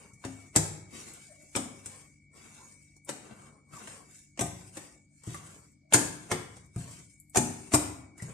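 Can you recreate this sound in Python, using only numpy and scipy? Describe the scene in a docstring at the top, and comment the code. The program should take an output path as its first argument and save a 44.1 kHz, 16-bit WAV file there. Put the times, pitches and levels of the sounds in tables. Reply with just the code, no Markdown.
"""First comes a soft, wet scrape, then a knock: a wire whisk is beating thick batter in a glass bowl.
The wires drag through the sticky batter and hit the glass, which rings and thumps the counter under
its mat. Air pockets squelch, threads of batter snap, a fridge hums behind, and the tiled room echoes.
Two microphone ports ring in the treble, and a noise suppressor darkens the quiet moments."""
import sys
import numpy as np
from scipy import signal
from scipy.fft import rfft, irfft, next_fast_len
from scipy.io import wavfile
from scipy.ndimage import uniform_filter1d, map_coordinates

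SR = 44100
rng = np.random.default_rng(int(sys.argv[2]) if len(sys.argv) > 2 else 0)


def log_audio(samples):
    """Write samples as a 16-bit WAV file to the path given in sys.argv[1]."""
    # one column per channel
    frames = np.atleast_2d(samples).T
    # limit to full scale, then quantise
    limited = np.clip(frames, -1, 1)
    pcm = np.round(limited * 32767).astype(np.int16)
    wavfile.write(sys.argv[1], SR, pcm)


N = 367353


def amp(db):
    """Turns decibels into a number to multiply by."""
    return 10 ** (np.asarray(db) / 20)


def unit(x):
    """Scales x to an average (rms) level of 1."""
    return x / np.sqrt(np.mean(x ** 2) + 1e-20)


def unit_energy(x):
    """Scales x to an energy of 1 per channel."""
    return unit(x) / np.sqrt(x.shape[-1])


def along(points, hz):
    """Reads between a table's (Hz, value) rows, with octaves evenly spaced."""
    row_hz, values = np.transpose(points)
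    return np.interp(np.log(hz + 1), np.log(row_hz + 1), values)


def wobble(rate):
    """A smooth curve through rate random values a second."""
    return map_coordinates(rng.standard_normal(int(N * rate / SR) + 4), [np.arange(N) * rate / SR])


def crackle(n, rate):
    """Tiny clicks of random size, about rate a second."""
    return rng.standard_normal(n) * (rng.random(n) < rate / SR)


def filtered(x, response):
    """Multiplies each frequency in x by response(hz)."""
    n = x.shape[-1]
    padded = next_fast_len(n + SR // 10)
    return irfft(rfft(x, padded) * response(np.fft.rfftfreq(padded, 1 / SR)), padded)[..., :n]


def coloured(x, spectrum, size=2048):
    """Gives x the tone colour of a table of (Hz, dB) rows."""
    cepstrum = irfft(np.log(amp(along(spectrum, np.fft.rfftfreq(size, 1 / SR)))))
    # Fold the filter so that it rings only after a click, never before.
    cepstrum[1:size // 2] *= 2
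    cepstrum[size // 2 + 1:] = 0
    return signal.fftconvolve(x, irfft(np.exp(rfft(cepstrum))))[:len(x)]


# Sound in the room. Each row: frequency in Hz, how alike left and right are (1 same, 0 unrelated).
LIKENESS = [(150, 0.94), (350, 0.51), (600, .42), (1100, 0), (3000, 0)]

def diffuse(n):
    """Stereo noise arriving from all sides: alike in the bass, unrelated in the treble."""
    def mid_and_side(hz):
        angle = np.arccos(np.clip(along(LIKENESS, hz), -1, 1)) / 2
        return np.array([np.cos(angle), np.sin(angle)])
    mid, side = filtered(rng.standard_normal((2, n)), mid_and_side)
    return np.array([mid + side, mid - side])


def tones(rows, waver_db, drift, rate):
    """Long tones whose level and phase waver, rate times a second."""
    t = np.arange(N) / SR
    out = np.zeros(N)
    for hz, db in rows:
        peak = amp(db + waver_db * wobble(rate)) * np.sqrt(2)
        out += peak * np.sin(2 * np.pi * hz * t + drift * wobble(rate))
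    return out


# The fridge's hum and its whine. Each row: pitch in Hz, level in dB that the tone wavers around.
FRIDGE_HUM = [(48.6, -90), (97.5, -71.5), (146, -67.5), (197, -75), (245, -84.5), (293, -77.5)]
FRIDGE_WHINE = [(2110, -91.5), (2159, -83), (2207, -81.5), (2257, -72), (2306, -81.5)]
# The hush of the still room. Each row: frequency in Hz, relative level in dB.
ROOM_HUSH = [(20, -17.5), (60, 8.5), (150, -1.5), (310, 2), (400, -23.5), (600, -11.5), (1000, -18.5),
             (2000, -18.5), (2900, -26), (4500, -17), (15000, -47)]

def fridge(swell_db=4, swell_period_s=9.7, loudest_s=0.58):
    """The compressor hums over the room's hush, while its thin, rough whine slowly swells and fades."""
    t = np.arange(N) / SR
    whine_db = swell_db * np.cos(2 * np.pi * (t - loudest_s) / swell_period_s)
    whine = amp(whine_db) * tones(FRIDGE_WHINE, waver_db=2.5, drift=0.41, rate=12)
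    hush = unit(filtered(diffuse(N), lambda hz: amp(along(ROOM_HUSH, hz))))
    hum = tones(FRIDGE_HUM, waver_db=1, drift=0.64, rate=2.7)
    return hum + whine + amp(-66.5) * hush


# The tiled room's echo. Each row: frequency in Hz, seconds it takes to fade by 60 dB.
ECHO_FADE = [(60, 0.82), (160, 1), (420, 0.6), (1100, 0.64), (2900, 0.64), (7700, 0.51), (14000, 0.46)]

def kitchen(x, near_db, tail_db, near_fade_s=0.082):
    """Adds quick bounces off bowl and tiles and a longer echo, new for each position of the whisk."""
    hz, t, bands = signal.stft(diffuse(SR), SR, nperseg=256)
    fade = amp(-60 * t / along(ECHO_FADE, hz)[:, None])
    tail = signal.istft(bands * fade, SR, nperseg=256)[1][:, :SR]
    t = np.arange(SR // 10) / SR
    near = diffuse(len(t)) * amp(-60 * t / near_fade_s)
    echo = amp(tail_db) * unit_energy(tail)
    echo[:, :len(t)] += amp(near_db) * unit_energy(near)
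    echo[:, 0] += 1  # the sound that arrives directly
    return signal.fftconvolve(x[None], echo / np.linalg.norm(echo[0]), axes=1)[:, :len(x)]


def add(out, x, s):
    """Mixes x into out, starting at s seconds."""
    start = round(s * SR)
    out[:, start:start + x.shape[1]] += x[:, :N - start]


# Threads of batter breaking. Each row: start in seconds, relative level in dB.
THREAD_SNAPS = [(1.135, -36), (1.42, -47), (3.048, -40), (5.718, -53), (6.66, -50.5), (7.2, -34.5),
                (7.297, -40.5)]
# The tone colour of one snap. Each row: frequency in Hz, relative level in dB.
SNAP_COLOUR = [(3000, -39), (5500, -25.5), (7500, -2.5), (11000, 1.5), (14000, -0.5)]

def snaps(tear_s=0.002):
    """A thin thread of batter tears off the lifted whisk with a tiny, very high tick."""
    out = np.zeros((2, N))
    pull = np.exp(-np.arange(SR) / SR / tear_s)
    for s, db in THREAD_SNAPS:
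        tick = unit_energy(coloured(pull * crackle(SR, rate=7200), SNAP_COLOUR))
        add(out, kitchen(amp(db + 8.5) * tick, near_db=1.5, tail_db=-3.5), s)
    return out


# Big air pockets. Each row: loudest moment in seconds, relative level in dB, pitch in Hz,
# seconds to swell or fade.
AIR_POCKETS = [(1.318, -58, 674, 0.026), (1.401, -64, 597, 0.075), (1.966, -76, 780, 0.015),
               (2.615, -60, 1000, 0.029), (3.436, -65, 1200, 0.075), (3.773, -50.5, 1130, 0.017),
               (5.355, -44, 1145, .008), (5.858, -70, 644, 0.019), (8.203, -46, 1993, 0.0051)]

def squishes(waver=0.075, lead_s=0.2):
    """Air forced out of a pocket in the batter makes it sound a short, unsteady note."""
    out = np.zeros((2, N))
    t = np.arange(SR) / SR - lead_s
    for s, db, hz, fade_s in AIR_POCKETS:
        pitch = hz * (1 + waver * wobble(150)[:SR])
        note = np.sin(2 * np.pi * np.cumsum(pitch) / SR) * np.exp(-(t / fade_s) ** 2)
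        add(out, kitchen(amp(db + 4) * note, near_db=-1, tail_db=-1.5), s - lead_s)
    return out


def ring(notes, scatter_db, attack_s):
    """A struck object sounds all its natural notes together, at new strengths every time."""
    t = np.arange(SR) / SR
    hz, db, fade_s = np.transpose(notes)[:, :, None]
    strength = amp(db + scatter_db * rng.standard_normal(hz.shape))
    sound = np.sum(strength * np.sin(2 * np.pi * hz * t) * amp(-60 * t / fade_s), axis=0)
    return unit_energy(sound * (1 - np.exp(-t / attack_s)))


# The counter's low notes. Each row: pitch in Hz, relative level in dB, seconds to fade by 60 dB.
COUNTER_NOTES = [(75, -14.5, 0.68), (100.73, -6.5, 0.78), (124.2, 0, 0.27), (115.8, 10, 0.087),
                 (157.2, -0.5, 0.32), (180.6, -6.5, 0.43)]

def counter_thud(scatter_db, attack_s):
    """A push through the mat makes the counter boom briefly."""
    return ring(COUNTER_NOTES, scatter_db, attack_s)


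# The bowl rocking. Each row: start in seconds, relative level in dB.
BOWL_ROCKS = [(0.131, -47), (3.88, -52), (4.661, -47.5), (6.562, -41.5), (6.659, -53)]

def rocking():
    """The bowl tips back onto the mat and softly thumps the counter."""
    out = np.zeros((2, N))
    for s, db in BOWL_ROCKS:
        thud = amp(db + 25.5) * counter_thud(scatter_db=3.5, attack_s=0.006)
        add(out, kitchen(thud, near_db=-13, tail_db=-12.5), s)
    return out


def bubbles(rate, pitch_hz, spread, cycles, size=700):
    """Small air pockets pop open, rate a second: quickly fading notes of scattered pitch and strength."""
    start, a, b, strength = rng.random((int(rate * N / SR), 4)).T[:, :, None]
    hz = pitch_hz * np.exp(spread * (a + b - 1))  # most land near pitch_hz
    age = np.arange(size)
    phase = hz * age / SR
    pops = strength * np.sin(2 * np.pi * phase) * np.exp(-phase / cycles) * (1 - age / size)
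    places = (start * N).astype(int) + age
    return np.bincount(places.ravel(), pops.ravel(), minlength=N)[:N]


def patchy(x, depth_db, width_hz, patch_s):
    """Hollows in the batter open and close, so patches of high and low sound come and go."""
    bands = signal.stft(x, nperseg=1024)[2]
    rows, cols = np.indices(bands.shape)
    place = [rows * SR / 1024 / width_hz, cols * 512 / SR / patch_s]
    grid = rng.standard_normal([int(p.max()) + 2 for p in place])
    patches = map_coordinates(grid, place, order=1)
    return unit(signal.istft(bands * amp(depth_db * patches), nperseg=1024)[1][:N])


def circling(x, turns_per_s, spots=4):
    """The whisk circles past several spots in the bowl, each with its own echo."""
    angle = 2 * np.pi * turns_per_s * np.arange(N) / SR + wobble(3)
    shares = [np.maximum(0, np.cos(angle - 2 * np.pi * k / spots)) for k in range(spots)]
    return sum(kitchen(share * x, near_db=10, tail_db=3) for share in shares)


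def swell(start, length, db, rise, sag, fall):
    """One movement's level: rises to db at start, sags for length, then falls (all in dB a second)."""
    t = np.arange(N) / SR - start
    return db - rise * np.maximum(-t, 0) - sag * np.clip(t, 0, length) - fall * np.maximum(t - length, 0)


# Sweeps through the batter. Each row: start in seconds, length in seconds, then the relative levels
# in dB of wire scrape and batter squelch.
WHISK_STROKES = [(0.0, 0.013, -58, -57), (0.22, 0.22, -59.5, -66), (0.932, 0.17, -50, -54),
                 (1.302, 0.3, -60.5, -72), (1.758, 0.044, -59, -74), (1.85, 0.13, -56.5, -59.5),
                 (2.365, .28, -57, -58.5), (3.244, 0.22, -61, -54), (3.74, 0.18, -52, -51),
                 (4.564, 0.082, -57, -61), (4.737, 0.1, -56, -59), (5.268, 0.076, -50, -54.5),
                 (5.389, 0.13, -56, -55.5), (6.227, 0.063, -57.5, -58), (6.524, 0.054, -60.5, -72.5),
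                 (6.786, 0.14, -51.5, -56), (7.52, 0.13, -55.5, -61.5), (8.003, 0.029, -73, -63),
                 (8.202, .14, -56, -53.5)]
# Batter peeling off the rising wires. Each row: loudest moment in seconds, relative scrape level in dB.
BATTER_PEELS = [(1.22, -54), (2.11, -64.5), (2.72, -59), (2.83, -61), (4.148, -54.5), (5.18, -63),
                (5.63, -61), (7.1, -62.5)]

def stroke_levels(rise=331.5, sag=4.5):
    """Strokes bite fast, then ease off; scrape outlasts squelch. The strongest movement sets each."""
    scrapes = [swell(s, 0, db, rise=135, sag=0, fall=89) for s, db in BATTER_PEELS]
    squelches = []
    for s, length, scrape_db, squelch_db in WHISK_STROKES:
        scrapes.append(swell(s, length, scrape_db, rise, sag, fall=81.5))
        squelches.append(swell(s, length, squelch_db, rise, sag, fall=109.5))
    return np.max(scrapes, axis=0), np.max(squelches, axis=0)


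# Tone colours of scraping wires and tearing batter. Each row: frequency in Hz, relative level in dB.
SCRAPE_COLOUR = [(600, -26.5), (1500, -2), (2300, 2), (3200, -3), (4200, -4.5), (6000, -5), (9000, -6),
                 (12000, -8.5), (15000, -14.5)]
BATTER_COLOUR = [(40, -19.5), (120, 6.5), (330, 2), (480, 1), (800, -5.5), (1200, -2.5), (1800, -14),
                 (3000, -16), (8000, -38)]

def stirring():
    """Wires slide over the glass while the batter tears and squelches around them."""
    scrape_db, squelch_db = stroke_levels()
    drag = wobble(35)  # the wires stick and slip
    grit = coloured(crackle(N, rate=2200), SCRAPE_COLOUR)
    grit = patchy(grit, depth_db=3.5, width_hz=220, patch_s=0.06)
    scrape = amp(scrape_db - 5 + 0.49 * drag) * grit
    tearing = coloured(crackle(N, rate=700), BATTER_COLOUR)
    tearing = patchy(tearing, depth_db=3.5, width_hz=130, patch_s=0.045)
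    pops = unit(bubbles(rate=300, pitch_hz=900, spread=1, cycles=4))
    squelch = amp(squelch_db + 2 * drag) * (tearing + amp(-8.5) * pops)
    return circling(scrape + squelch, turns_per_s=2.5)


# Tone colours of wire hitting glass. Each row: frequency in Hz, relative level in dB.
CLICK_COLOUR = [(1000, -19), (2500, -9.5), (4000, -9.5), (6000, -2.5), (9000, -4), (12000, -6.5),
                (15000, -12)]
KNOCK_COLOUR = [(60, -29.5), (200, 0), (400, 0.5), (800, 2), (1100, -3), (1700, -5.5), (2400, -6.5),
                (3200, -13), (6000, -20.5), (15000, -60.5)]

def contact(force, click_db, knock_db):
    """One wire lands hard and the others chatter: a bright click over a knock dulled by batter."""
    first_wire = amp(-6) * signal.unit_impulse(len(force), np.argmax(force))
    def wires(colour):
        chatter = unit_energy(force * crackle(len(force), rate=8000))
        return unit_energy(coloured(first_wire + chatter, colour))
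    return amp(click_db) * wires(CLICK_COLOUR) + amp(knock_db) * wires(KNOCK_COLOUR)


# Wires clicking on glass. Each row: start in seconds, then the relative levels in dB of click and knock.
WIRE_CLICKS = [(.135, -49.5, -71.5), (.24, -56.5, -43), (0.555, -32.5, -33.5), (0.5606, -9, -29.5),
               (1.552, -34, -29), (1.5673, -41, -32), (2.964, -50, -63.5), (3.766, -50, -56),
               (3.873, -42, -44.5), (4.375, -43.5, -47.5), (4.392, -24.5, -30.5), (5.235, -43.5, -56.5),
               (5.344, -36.5, -43.5), (5.924, -30.5, -28.5), (5.935, -7.5, -23), (6.567, -49, -55),
               (7.347, -31.5, -36.5), (7.358, -19, -22.5), (7.719, -41, -37.5), (7.7435, -10, -22.5),
               (8.179, -44, -58)]

def wire_clicks(chatter_s=0.0014):
    """Wires click and chatter on the glass, from faint ticks to sharp cracks around the main blows."""
    out = np.zeros((2, N))
    force = np.exp(-np.arange(SR) / SR / chatter_s)
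    for s, click_db, knock_db in WIRE_CLICKS:
        click = contact(force, click_db + 11.5, knock_db + 26.5)
        add(out, kitchen(click, near_db=10, tail_db=4), s)
    return out


# The bowl's notes, muffled by batter. Each row: pitch in Hz, relative level in dB, seconds to fade
# by 60 dB.
BOWL_NOTES = [(238.3, -5.5, .3), (267, -3, 0.45), (302.6, -0.5, 0.27), (318.3, 13, .06), (361.3, -5.5, .25),
              (380, 0.5, 0.12), (554, -10, 0.3), (696, -7, .3), (757, -8.5, 0.2), (853, -10.5, 0.21),
              (1214, -15.5, 0.21), (2370, -19, .28)]
# Full hits on the bowl. Each row: moment in seconds, then the relative levels in dB of wire click,
# knock, bowl ring and counter thud.
WHISK_BLOWS = [(0.2493, -32, -37.5, -40, -40), (0.562, -17, -22.5, -32, -26.5),
               (1.5613, -18, -29.5, -34.5, -39), (1.8595, -29, -47.5, -62, -53),
               (3.0913, -24, -31.5, -50, -58), (4.4097, -17, -30, -34, -33), (4.77, -31, -38.5, -48.5, -62),
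               (5.2729, -44, -65, -47, -35.5), (5.943, -6.5, -17.5, -28, -29),
               (6.3153, -18, -23.5, -35, -34), (6.761, -40.5, -50, -46.5, -32.5),
               (7.3707, -9, -23.5, -25.5, -28.5), (7.737, -12.5, -20.5, -24.5, -28),
               (8.2226, -34, -49.5, -54, -36)]

def blows(plunge_db=-15, plunge_s=0.0084, chatter_s=0.0036, lead_s=0.04):
    """The whisk plunges through the batter, then lands on the glass; bowl and counter ring."""
    out = np.zeros((2, N))
    t = np.arange(SR) / SR - lead_s
    plunge = amp(plunge_db) * np.exp(-abs(t) / plunge_s)
    landing = np.exp(-abs(t) / chatter_s)
    force = np.where(t < 0, plunge, landing)
    for s, click_db, knock_db, bowl_db, thud_db in WHISK_BLOWS:
        hit = contact(force, click_db + 9.5, knock_db + 25)
        add(out, kitchen(hit, near_db=3.5, tail_db=1.5), s - lead_s)
        bowl = amp(bowl_db + 33) * ring(BOWL_NOTES, scatter_db=5, attack_s=0.0025)
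        thud = amp(thud_db + 32.5) * counter_thud(scatter_db=3.55, attack_s=0.004)
        add(out, kitchen(bowl + thud, near_db=-19.5, tail_db=-9.5), s)
    return out


def scene():
    """Whisk, bowl and batter, with the fridge behind them."""
    return blows() + wire_clicks() + rocking() + stirring() + squishes() + snaps() + fridge()


# What the suppressor treats as noise. Each row: frequency in Hz, threshold in dB.
NOISE_THRESHOLD = [(100, -103), (700, -88.5), (2000, -86.5), (2900, -85.5), (4000, -88), (6000, -91),
                   (9000, -87.5), (14000, -104)]

def suppressor(x, depth_db=-18):
    """Turns down each narrow band of frequencies while it is quieter than the threshold."""
    hz, _, bands = signal.stft(x, SR, nperseg=1024)
    power = np.mean(abs(bands) ** 2, axis=0)
    power = uniform_filter1d(power, size=3, axis=0)  # smooth across frequency
    power = abs(uniform_filter1d(power, size=3, axis=1))  # and across time
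    excess = (power / amp(along(NOISE_THRESHOLD, hz))[:, None] ** 2) ** 2
    gain = (excess + amp(depth_db)) / (excess + 1)
    return signal.istft(bands * gain, nperseg=1024)[1][:, :N]


# The microphone's two small openings, left then right. Each row: ringing pitch in Hz, width in Hz.
MIC_PORTS = [(8284, 1280), (7440, 1470)]
# The stereo balance. Each row: frequency in Hz, boost of left over right in dB.
LEFT_BOOST = [(100, 0.5), (200, 4), (370, 3.5), (700, 1), (2400, 3.5), (4400, 1), (7000, 0), (9000, 4),
              (14000, 6.5)]

def record(dry, low_cut_hz=42, top_hz=15100):
    """The microphone ports ring; then deep bass is cut, noise turned down and the highest treble cut."""
    def microphone(hz):
        ports = np.array([pitch**2 / (pitch**2 - hz**2 + 1j * hz * width) for pitch, width in MIC_PORTS])
        balance = amp(along(LEFT_BOOST, hz) * np.array([[0.5], [-0.5]]))
        return ports * balance
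    bass_cut = signal.butter(2, low_cut_hz, "highpass", fs=SR, output="sos")
    treble_cut = signal.cheby1(18, 0.5, top_hz, fs=SR, output="sos")
    heard = signal.sosfilt(bass_cut, filtered(dry, microphone))
    return signal.sosfilt(treble_cut, suppressor(heard))


dry = scene()
out = record(dry)
log_audio(out)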